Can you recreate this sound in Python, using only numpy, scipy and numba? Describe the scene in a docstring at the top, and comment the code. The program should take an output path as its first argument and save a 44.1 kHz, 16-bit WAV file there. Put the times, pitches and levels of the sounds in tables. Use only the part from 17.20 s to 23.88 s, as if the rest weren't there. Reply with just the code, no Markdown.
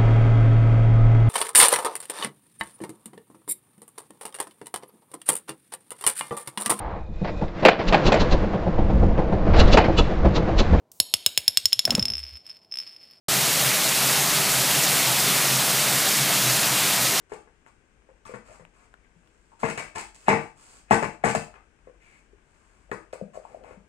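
"""Small living room: close by, a plastic lever cutter on a table forces a raw potato through its blades.
The lever knocks as it is seated. The potato groans on the grid and gives way in slips that thud,
shake the frame and thump the table, while its cells burst with a wet crunch.
Then fingers pluck at the cut sticks. The room rings briefly."""
import sys
import numpy as np
from scipy import signal
from scipy.fft import rfft, irfft
from scipy.io import wavfile
from scipy.ndimage import uniform_filter1d, minimum_filter1d
from numba import njit

SR = 44100
rng = np.random.default_rng(int(sys.argv[2]) if len(sys.argv) > 2 else 0)


def pcm_store(signal):
    """Save signal as 16-bit PCM."""
    levels = np.round(np.clip(np.atleast_2d(signal), -1, 1) * 32767)
    wavfile.write(sys.argv[1], SR, levels.astype(np.int16).T)


N = 294588

# Event levels are relative, ahead of each layer's gain.
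# potato slips: t/s, length/s, thud/dB, shudder/dB, crunch/dB, fizz/dB
POTATO_SLIPS = [(2.431, 0.029, -15, -19, -34, -45), (2.479, 0.026, -49, -33.5, -32.5, -37),
                (2.575, 0.023, -31.5, -35.5, -28.5, -34.5), (2.75, 0.053, -52.5, -49.5, -36.5, -37.5),
                (2.945, .018, -63, -67.5, -51, -46.5), (3.082, 0.022, -0.5, -7.5, -14.5, -30.5),
                (3.126, 0.017, -18, -19.5, -31, -43), (3.709, 0.033, -1, -10, -22, -29.5),
                (3.824, 0.026, -21, -20.5, -33.5, -43.5), (4.038, 0.071, -11, -19, -28.5, -35),
                (4.149, 0.012, -14.5, -23, -31.5, -34)]
# lever and frame knocks: t/s, level/dB, f/Hz, shudder/dB, scrape/dB
LEVER_KNOCKS = [(.118, -27, 443, -38.5, -44.5), (0.273, -53.5, 477, -54.5, -75),
                (.463, -52, 910, -68, -56.5), (.889, -45.5, 527, -57, -77), (1.053, -41, 1180, -52, -45.5),
                (1.093, -32.5, 488, -49, -49.5), (1.138, -31.5, 480, -34.5, -49),
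                (1.395, -45, 496, -51, -62), (4.671, -37.5, 500, -53.5, -71), (5.716, -24.5, 463, -27, -44)]
# spectrum of juicy fizz, hiss and tick edges: f/Hz, level/dB
FIZZ_SPECTRUM = [(1000, -30.5), (3000, -4.5), (3700, -9), (4700, -3), (5900, -6.5), (7600, 3.5), (8900, 1),
                 (9700, -15.5), (12000, -22), (15500, -28.5)]
# friction spectrum: f/Hz, level/dB
RUB_SPECTRUM = [(100, -3.5), (300, -4), (520, -2.5), (1100, 2.5), (1700, -5.5), (2500, -4), (3400, -23),
                (8000, -28.5), (12000, -45.5)]


def jolts(tail):
    """Each slip lurches the lever: a thud, higher when harder, a table thump and a frame shudder."""
    # table modes: f/Hz, level/dB, t60/s
    table_modes = [(52.4, -6, 0.22), (95.7, -1, .26), (155, 5, 0.18)]
    stroke_end_s, lean_db_per_s = 4.6, 3  # weight on the table grows through the stroke
    thuds, shake, thumps = np.zeros((3, N))
    t = seconds(.3)
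    thump = sum(amp(db) * bump(hz, t60_s, push_s=.012) for hz, db, t60_s in table_modes)
    for s, length_s, db, shudder_db, _, _ in POTATO_SLIPS:
        thud_hz = 825 * 2 ** (.021 * db)
        add(thuds, s, amp(db) * bump(thud_hz, t60_s=.011, push_s=.0028))
        shudder_s = .024 + .81 * length_s
        add(shake, s, amp(shudder_db) * np.tanh(t / .0027) * np.exp(-2 * t / shudder_s))
        thump_db = -29 + .57 * db - lean_db_per_s * (stroke_end_s - s)
        add(thumps, s, amp(thump_db) * thump)
    body, ringing = frame(shake * grains(per_s=2500, scatter_db=4), modes_db=-5)
    return in_room(thuds, tail, wet_db=-7) + in_room(body, tail, wet_db=-6) + ringing + thumps


def tearing(tail):
    """Cells burst on the blades in clusters: coarse crunch and a fine spray of juicy clicks."""
    crunch_rows = [(s, length_s, db) for s, length_s, _, _, db, _ in POTATO_SLIPS]
    fizz_rows = [(s, length_s, db) for s, length_s, _, _, _, db in POTATO_SLIPS]
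    crunch_envelope = tear_envelope(crunch_rows, attack_s=.0027, strain_db=-14.5, snap_db=-8)
    fizz_envelope = tear_envelope(fizz_rows, attack_s=.004, strain_db=-27, snap_db=3.5)
    clusters = cell_clusters(per_s=300, spread_db=7)
    coarse = crunch_envelope * clusters * grains(per_s=900, scatter_db=2)
    spray = fizz_envelope * clusters * grains(per_s=600, scatter_db=7)
    # tearing flesh: f/Hz, level/dB
    crunch_spectrum = [(100, -15), (300, -5.5), (700, -1.5), (1300, -6), (1900, -1.5), (2600, -1.5),
                       (3300, -17.5), (5000, -22), (9000, -28), (12000, -54)]
    crunch = amp(-9) * convolve(coarse, colour(crunch_spectrum))
    fizz = amp(-5) * convolve(spray, colour(FIZZ_SPECTRUM))
    return in_room(crunch, tail, wet_db=5) + in_room(fizz, tail, wet_db=2.5)


def tear_envelope(rows, attack_s, strain_db, snap_db):
    """Flesh strains, snaps, rips during the slip, then settles. 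Rows: t/s, length/s, level/dB."""
    lead_s, strain_s, snap_s, release_s = .06, .011, .0028, .007
    envelope = np.zeros(N)
    t = seconds(.4) - lead_s
    after = t.clip(0)
    for s, length_s, db in rows:
        strain = amp(strain_db) * np.exp(-np.abs(t) / strain_s)
        snap = amp(snap_db) * (t > 0) * np.exp(-after / snap_s)
        rip = np.tanh(after / attack_s) * np.exp(-(t - length_s).clip(0) / release_s)
        add(envelope, s - lead_s, amp(db) * (strain + snap + rip))
    return envelope


def cell_clusters(per_s, spread_db):
    """Cells fail in groups: a gain that jumps at random moments, rms 1."""
    cluster = np.cumsum(rng.random(N) < per_s / SR)
    gain = amp(spread_db * rng.uniform(-1, 1, N))[cluster]
    return gain / np.sqrt(np.mean(gain ** 2))


def ticks_and_cracks(tail):
    """Plastic ticks, and a crack opens each slip: noise in a fast-dying resonance, bright-edged."""
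    # hard plastic ticks: t/s, level/dB, f/Hz
    plastic_ticks = [(.463, -40.5, 1400), (1.053, -40, 4500), (1.451, -35, 2100), (1.740, -38.5, 1530),
                     (2.074, -51, 3400), (5.715, -23.5, 1210), (5.928, -36.5, 4120), (6.438, -47.5, 3400)]
    crack_hz, crack_re_thud_db = 1170, -6.5
    rows = plastic_ticks + [(s, db + crack_re_thud_db, crack_hz) for s, _, db, _, _, _ in POTATO_SLIPS]
    clicks, edges = np.zeros((2, N))
    t = seconds(.01)
    for s, db, hz in rows:
        burst = rng.standard_normal(len(t)) * np.exp(-t / .0016)
        tick = signal.fftconvolve(burst, ring(hz, t60_s=3 / hz))
        add(clicks, s, amp(db) * tick / np.abs(tick).max())
        add(edges, s, amp(db) * burst)
    return in_room(clicks + amp(-18) * convolve(edges, colour(FIZZ_SPECTRUM)), tail, wet_db=-11.5)


def knocks(tail):
    """The lever meets its seat or the potato: a hollow knock and a brief shudder."""
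    hits, shake = np.zeros((2, N))
    for s, db, hz, shudder_db, _ in LEVER_KNOCKS:
        add(hits, s, amp(db) * bump(hz, t60_s=.038, push_s=.0018))
        add(shake, s, amp(shudder_db) * np.exp(-seconds(.11) / .011))
    body, ringing = frame(shake * grains(per_s=3300, scatter_db=.5), modes_db=-7)
    return in_room(hits + body, tail, wet_db=-2) + ringing


def frame(force, modes_db):
    """The loose-jointed frame under a force: dull broadband body and ringing modes."""
    # frame modes: f/Hz, level/dB
    frame_modes = [(157, 1), (199, -4), (288, -6), (344, -1.5), (457, 5.5), (512, -3), (648, -4), (716, -7),
                   (862, -1), (930, -6), (1020, -7.5), (1421, -14), (1528, -5.5), (1671, -23.5),
                   (1825, -16.5), (1912, -7.5), (2324, -15), (2606, -11.5)]
    # broadband frame response: f/Hz, level/dB
    shudder_spectrum = [(30, -37), (80, -21), (125, -1.5), (200, 1.5), (280, -6), (600, -7.5), (1000, -2),
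                        (1350, -14.5), (1900, -7.5), (2600, -22.5), (3300, -37), (8000, -36.5),
                        (11000, -65)]
    modes = sum((-1) ** k * amp(db) * ring(hz, t60_s=.25) for k, (hz, db) in enumerate(frame_modes))
    return convolve(force, colour(shudder_spectrum)), amp(modes_db) * convolve(force, unit(modes))


def taps(tail):
    """Fingers and limp potato sticks bump the frame and board; low taps ring longer."""
    # soft taps: t/s, level/dB, f/Hz
    soft_taps = [(1.405, -49, 162), (1.96, -53, 170), (5.131, -46, 400), (5.694, -44.5, 594),
                 (5.931, -25, 549), (6.012, -24, 530), (6.019, -31, 189.5), (6.173, -27.5, 561),
                 (6.251, -31.5, 860), (6.345, -29.5, 624), (6.444, -37.5, 756), (6.508, -39, 480),
                 (6.571, -44.5, 187)]
    sound = np.zeros(N)
    for s, db, hz in soft_taps:
        t60_s = .013 * (547 / hz) ** 1.78
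        add(sound, s, amp(db) * bump(hz, t60_s, push_s=.0033))
    return in_room(sound, tail, wet_db=-5.5)


def groans(tail):
    """Uneven stick-slip pulses ring one resonance per groan or squeak."""
    # potato on blades, fingers on lever and wet sticks: t/s, length/s, level/dB, f/Hz
    stick_slips = [(1.282, .036, -41, 620), (1.83, 0.032, -62, 2170), (2.315, 0.025, -49, 940),
                   (2.752, .043, -30, 935), (4.795, 0.21, -56, 2266), (6.142, 0.032, -39, 650),
                   (6.27, 0.33, -47.5, 528)]
    t60_cycles = 16
    pulses = grains(per_s=1600, scatter_db=1)
    sound = np.zeros(N)
    for s, length_s, db, hz in stick_slips:
        gated = pulses * bursts([(s, length_s, db)], edge_s=.0022)
        drive = gated[int(s * SR):int((s + length_s) * SR)]
        add(sound, s, signal.fftconvolve(drive, unit(ring(hz, t60_cycles / hz))))
    return in_room(amp(-6.5) * sound, tail, wet_db=-3.5)


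def rubbing(tail):
    """Light friction, in strokes and after each knock: a grainy scrape under a thin hiss."""
    # plastic, potato and hands sliding: t/s, length/s, scrape/dB, hiss/dB
    slides = [(.093, .026, -54.5, -62), (1.246, .13, -55, -62), (1.527, 0.14, -62, -70),
              (1.83, 0.95, -81, -73.5), (2.39, 0.073, -51, -53), (2.96, 0.33, -61, -58.5),
              (3.352, 0.27, -59, -57.5), (4.332, 0.037, -49, -80), (4.797, .22, -70, -69.5),
              (5.21, 0.5, -68, -73), (5.926, 0.017, -42.5, -47), (6.132, 0.045, -52.5, -59.5),
              (6.216, .16, -61, -70), (6.429, 0.11, -53, -69.5)]
    knock_slide_s, hiss_re_scrape_db = .03, -8
    strokes = slides + [(s, knock_slide_s, db, db + hiss_re_scrape_db) for s, *_, db in LEVER_KNOCKS]
    scrape_envelope = bursts([(s, length_s, db) for s, length_s, db, _ in strokes], edge_s=.00285)
    hiss_envelope = bursts([(s, length_s, db) for s, length_s, _, db in strokes], edge_s=.0048)
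    scrape = convolve(scrape_envelope * grains(per_s=790, scatter_db=4.5), colour(RUB_SPECTRUM))
    hiss = convolve(hiss_envelope * grains(per_s=3400, scatter_db=10), colour(FIZZ_SPECTRUM))
    return in_room(amp(-5.5) * scrape + amp(-2) * hiss, tail, wet_db=3)


def fumbling(tail):
    """Shifting fingers and loose parts click faintly at random."""
    per_s, spread_db = 9, 3.5
    onsets = rng.random(N) < per_s / SR
    clicks = onsets * amp(-44.5 + spread_db * rng.uniform(-1, 1, N))
    return in_room(convolve(clicks, colour(RUB_SPECTRUM)), tail, wet_db=-1.5)


def room_tail(build_s, alike_hz):
    """Dense reflections at two microphone ports, alike in the bass, unrelated in the treble."""
    # room decay: f/Hz, t60/s
    decay_times = [(100, 0.31), (260, 0.26), (700, 0.29), (1840, 0.28), (4850, 0.3), (12000, 0.26)]
    t = seconds(.7)
    hz = np.fft.rfftfreq(len(t), 1 / SR)
    mid, side = rfft(rng.standard_normal((2, len(t))))
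    coherence = 1 / (1 + (hz / alike_hz) ** 2)
    field = mid * np.sqrt(1 + coherence) + side * np.sqrt(1 - coherence) * np.array([[1], [-1]])
    centres_hz = np.geomspace(100, 14000, 15)
    tail = 0
    for centre_hz, weights in zip(centres_hz, np.eye(len(centres_hz))):
        band = irfft(field * lookup(np.c_[centres_hz, weights], hz), len(t))
        tail = tail + band * np.exp(-np.log(1000) * t / lookup(decay_times, centre_hz))
    build = np.tanh((t / build_s) ** 2)
    return unit(even_out(tail * build, width_hz=17.7) * build)


def even_out(x, width_hz):
    """Flatten the spectrum: overlapping room modes favour no pitch."""
    n = x.shape[-1]
    spectrum = rfft(x, 2 * n)
    power = uniform_filter1d(np.abs(spectrum) ** 2, size=int(width_hz * 2 * n / SR))
    return irfft(spectrum / np.sqrt(np.abs(power)))[:, :n]


def in_room(x, tail, wet_db, left_lag_s=.0003):
    """Direct sound, right port first, plus reflections."""
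    x = np.ravel(x)
    direct = np.array([np.roll(x, int(left_lag_s * SR)), x])
    return direct + amp(wet_db) * convolve(x, tail)


def quiet_room():
    """Still air and a faint, wavering low hum."""
    # room noise: f/Hz, level/dB
    air_spectrum = [(12, -35.5), (20, 1), (59, 0.5), (109, -7.5), (452, -9.5), (505, -14), (1380, -23),
                    (1580, -15.5), (1720, -21.5), (2680, -22.5), (4190, -33.5), (7310, -28.5), (8880, -29),
                    (9930, -44.5), (15500, -60)]
    hum_hz, half_width_hz = 47.8, 3
    hz = np.fft.rfftfreq(N, 1 / SR)
    mid, side = rfft(rng.standard_normal((2, N)))
    width = np.clip(hz / 900, .3, 1) * np.array([[1], [-1]])
    air = irfft((mid + side * width) * amp(lookup(air_spectrum, hz)), N)
    hum = irfft(rfft(rng.standard_normal(N)) / (1 + ((hz - hum_hz) / half_width_hz) ** 2), N)
    return np.sqrt(N) * (amp(-63) * unit(air) + amp(-65.5) * unit(hum))


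def ring(hz, t60_s):
    """One damped vibration."""
    t = seconds(.5)
    return np.sin(2 * np.pi * hz * t) * np.exp(-np.log(1000) * t / t60_s)


def bump(hz, t60_s, push_s):
    """Cushioned blow: vibration builds during the push; peak 1."""
    y = ring(hz, t60_s) * (1 - np.exp(-(seconds(.5) / push_s) ** 2))
    return y / np.abs(y).max()


def grains(per_s, scatter_db):
    """Tiny random clicks of uneven size, rms near 1."""
    onsets = rng.random(N) < per_s / SR
    clicks = onsets * rng.choice([-1, 1], N) * amp(scatter_db * rng.standard_normal(N))
    return clicks / np.sqrt(uniform_filter1d(clicks ** 2, size=700).clip(0) + 1e-6)


def bursts(rows, edge_s):
    """Burst envelope, softer-edged when longer. Rows: t/s, length/s, level/dB."""
    envelope = np.zeros(N)
    for s, length_s, db in rows:
        t = seconds(length_s)
        fade_s = edge_s + length_s ** 2 / 2.7
        add(envelope, s, amp(db) * np.tanh(t / fade_s) * np.tanh((length_s - t) / fade_s))
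    return envelope


def colour(points, size=4096):
    """Minimum-phase response of unit energy. Points: f/Hz, level/dB."""
    gain = amp(lookup(points, np.fft.rfftfreq(size, 1 / SR)))
    cepstrum = irfft(np.log(gain))
    cepstrum[1:size // 2] *= 2
    cepstrum[size // 2 + 1:] = 0
    return unit(irfft(np.exp(rfft(cepstrum))))


def lookup(points, hz):
    """Interpolate over log frequency. Points: f/Hz, value."""
    points_hz, values = np.transpose(points)
    return np.interp(np.log(np.maximum(hz, 1)), np.log(points_hz), values)


def amp(db):
    return 10 ** (np.asarray(db) / 20)


def unit(x):
    """Scale to unit energy."""
    return x / np.sqrt(np.sum(x ** 2, axis=-1, keepdims=True))


def seconds(length_s):
    return np.arange(int(length_s * SR)) / SR


def convolve(x, response):
    return signal.fftconvolve(np.atleast_2d(x), np.atleast_2d(response), axes=-1)[:, :N]


def add(track, start_s, sound):
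    i = max(int(start_s * SR), 0)
    track[i:i + len(sound)] += sound[:N - i]


@njit
def hold_peaks(x, fall):
    """Peak follower: instant rise, exponential fall."""
    held, level = np.empty(len(x)), 0.
    for i in range(len(x)):
        level = max(x[i], level * fall)
        held[i] = level
    return held


def limiter(x, ceiling, release_s):
    """Duck one channel just ahead of a peak over the ceiling, then recover."""
    excess = np.log(np.maximum(np.abs(x) / ceiling, 1))
    look_ahead = -minimum_filter1d(-excess, size=129)
    cut = hold_peaks(look_ahead, np.exp(-1 / (release_s * SR)))
    return x * np.exp(-uniform_filter1d(cut, size=129))


def scene():
    """Cutter, potato and hands in one room, over its noise floor."""
    tail = room_tail(build_s=.0012, alike_hz=604)
    cutting = jolts(tail) + tearing(tail) + groans(tail)
    contacts = knocks(tail) + taps(tail) + ticks_and_cracks(tail) + rubbing(tail) + fumbling(tail)
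    return amp(-1.5) * (cutting + contacts + quiet_room())


def record(dry):
    """Left port keener below the treble; a limiter per channel, so hard jolts duck the left; low-pass."""
    # port balance: f/Hz, left minus right/dB
    balance = [(60, 9.5), (200, 10), (420, 9), (750, 8.5), (1290, 14), (2380, 11.5), (4400, -3.5),
               (8000, -3), (15000, 8.5)]
    cutoff_hz = 15750
    port_db = lookup(balance, np.fft.rfftfreq(N, 1 / SR)) * np.array([[.5], [-.5]])
    ports = irfft(rfft(dry) * amp(port_db), N)
    limited = np.array([limiter(port, ceiling=.88, release_s=.056) for port in ports])
    return signal.sosfilt(signal.ellip(10, .2, 80, cutoff_hz, fs=SR, output="sos"), limited)


dry = scene()
out = record(dry)
pcm_store(out)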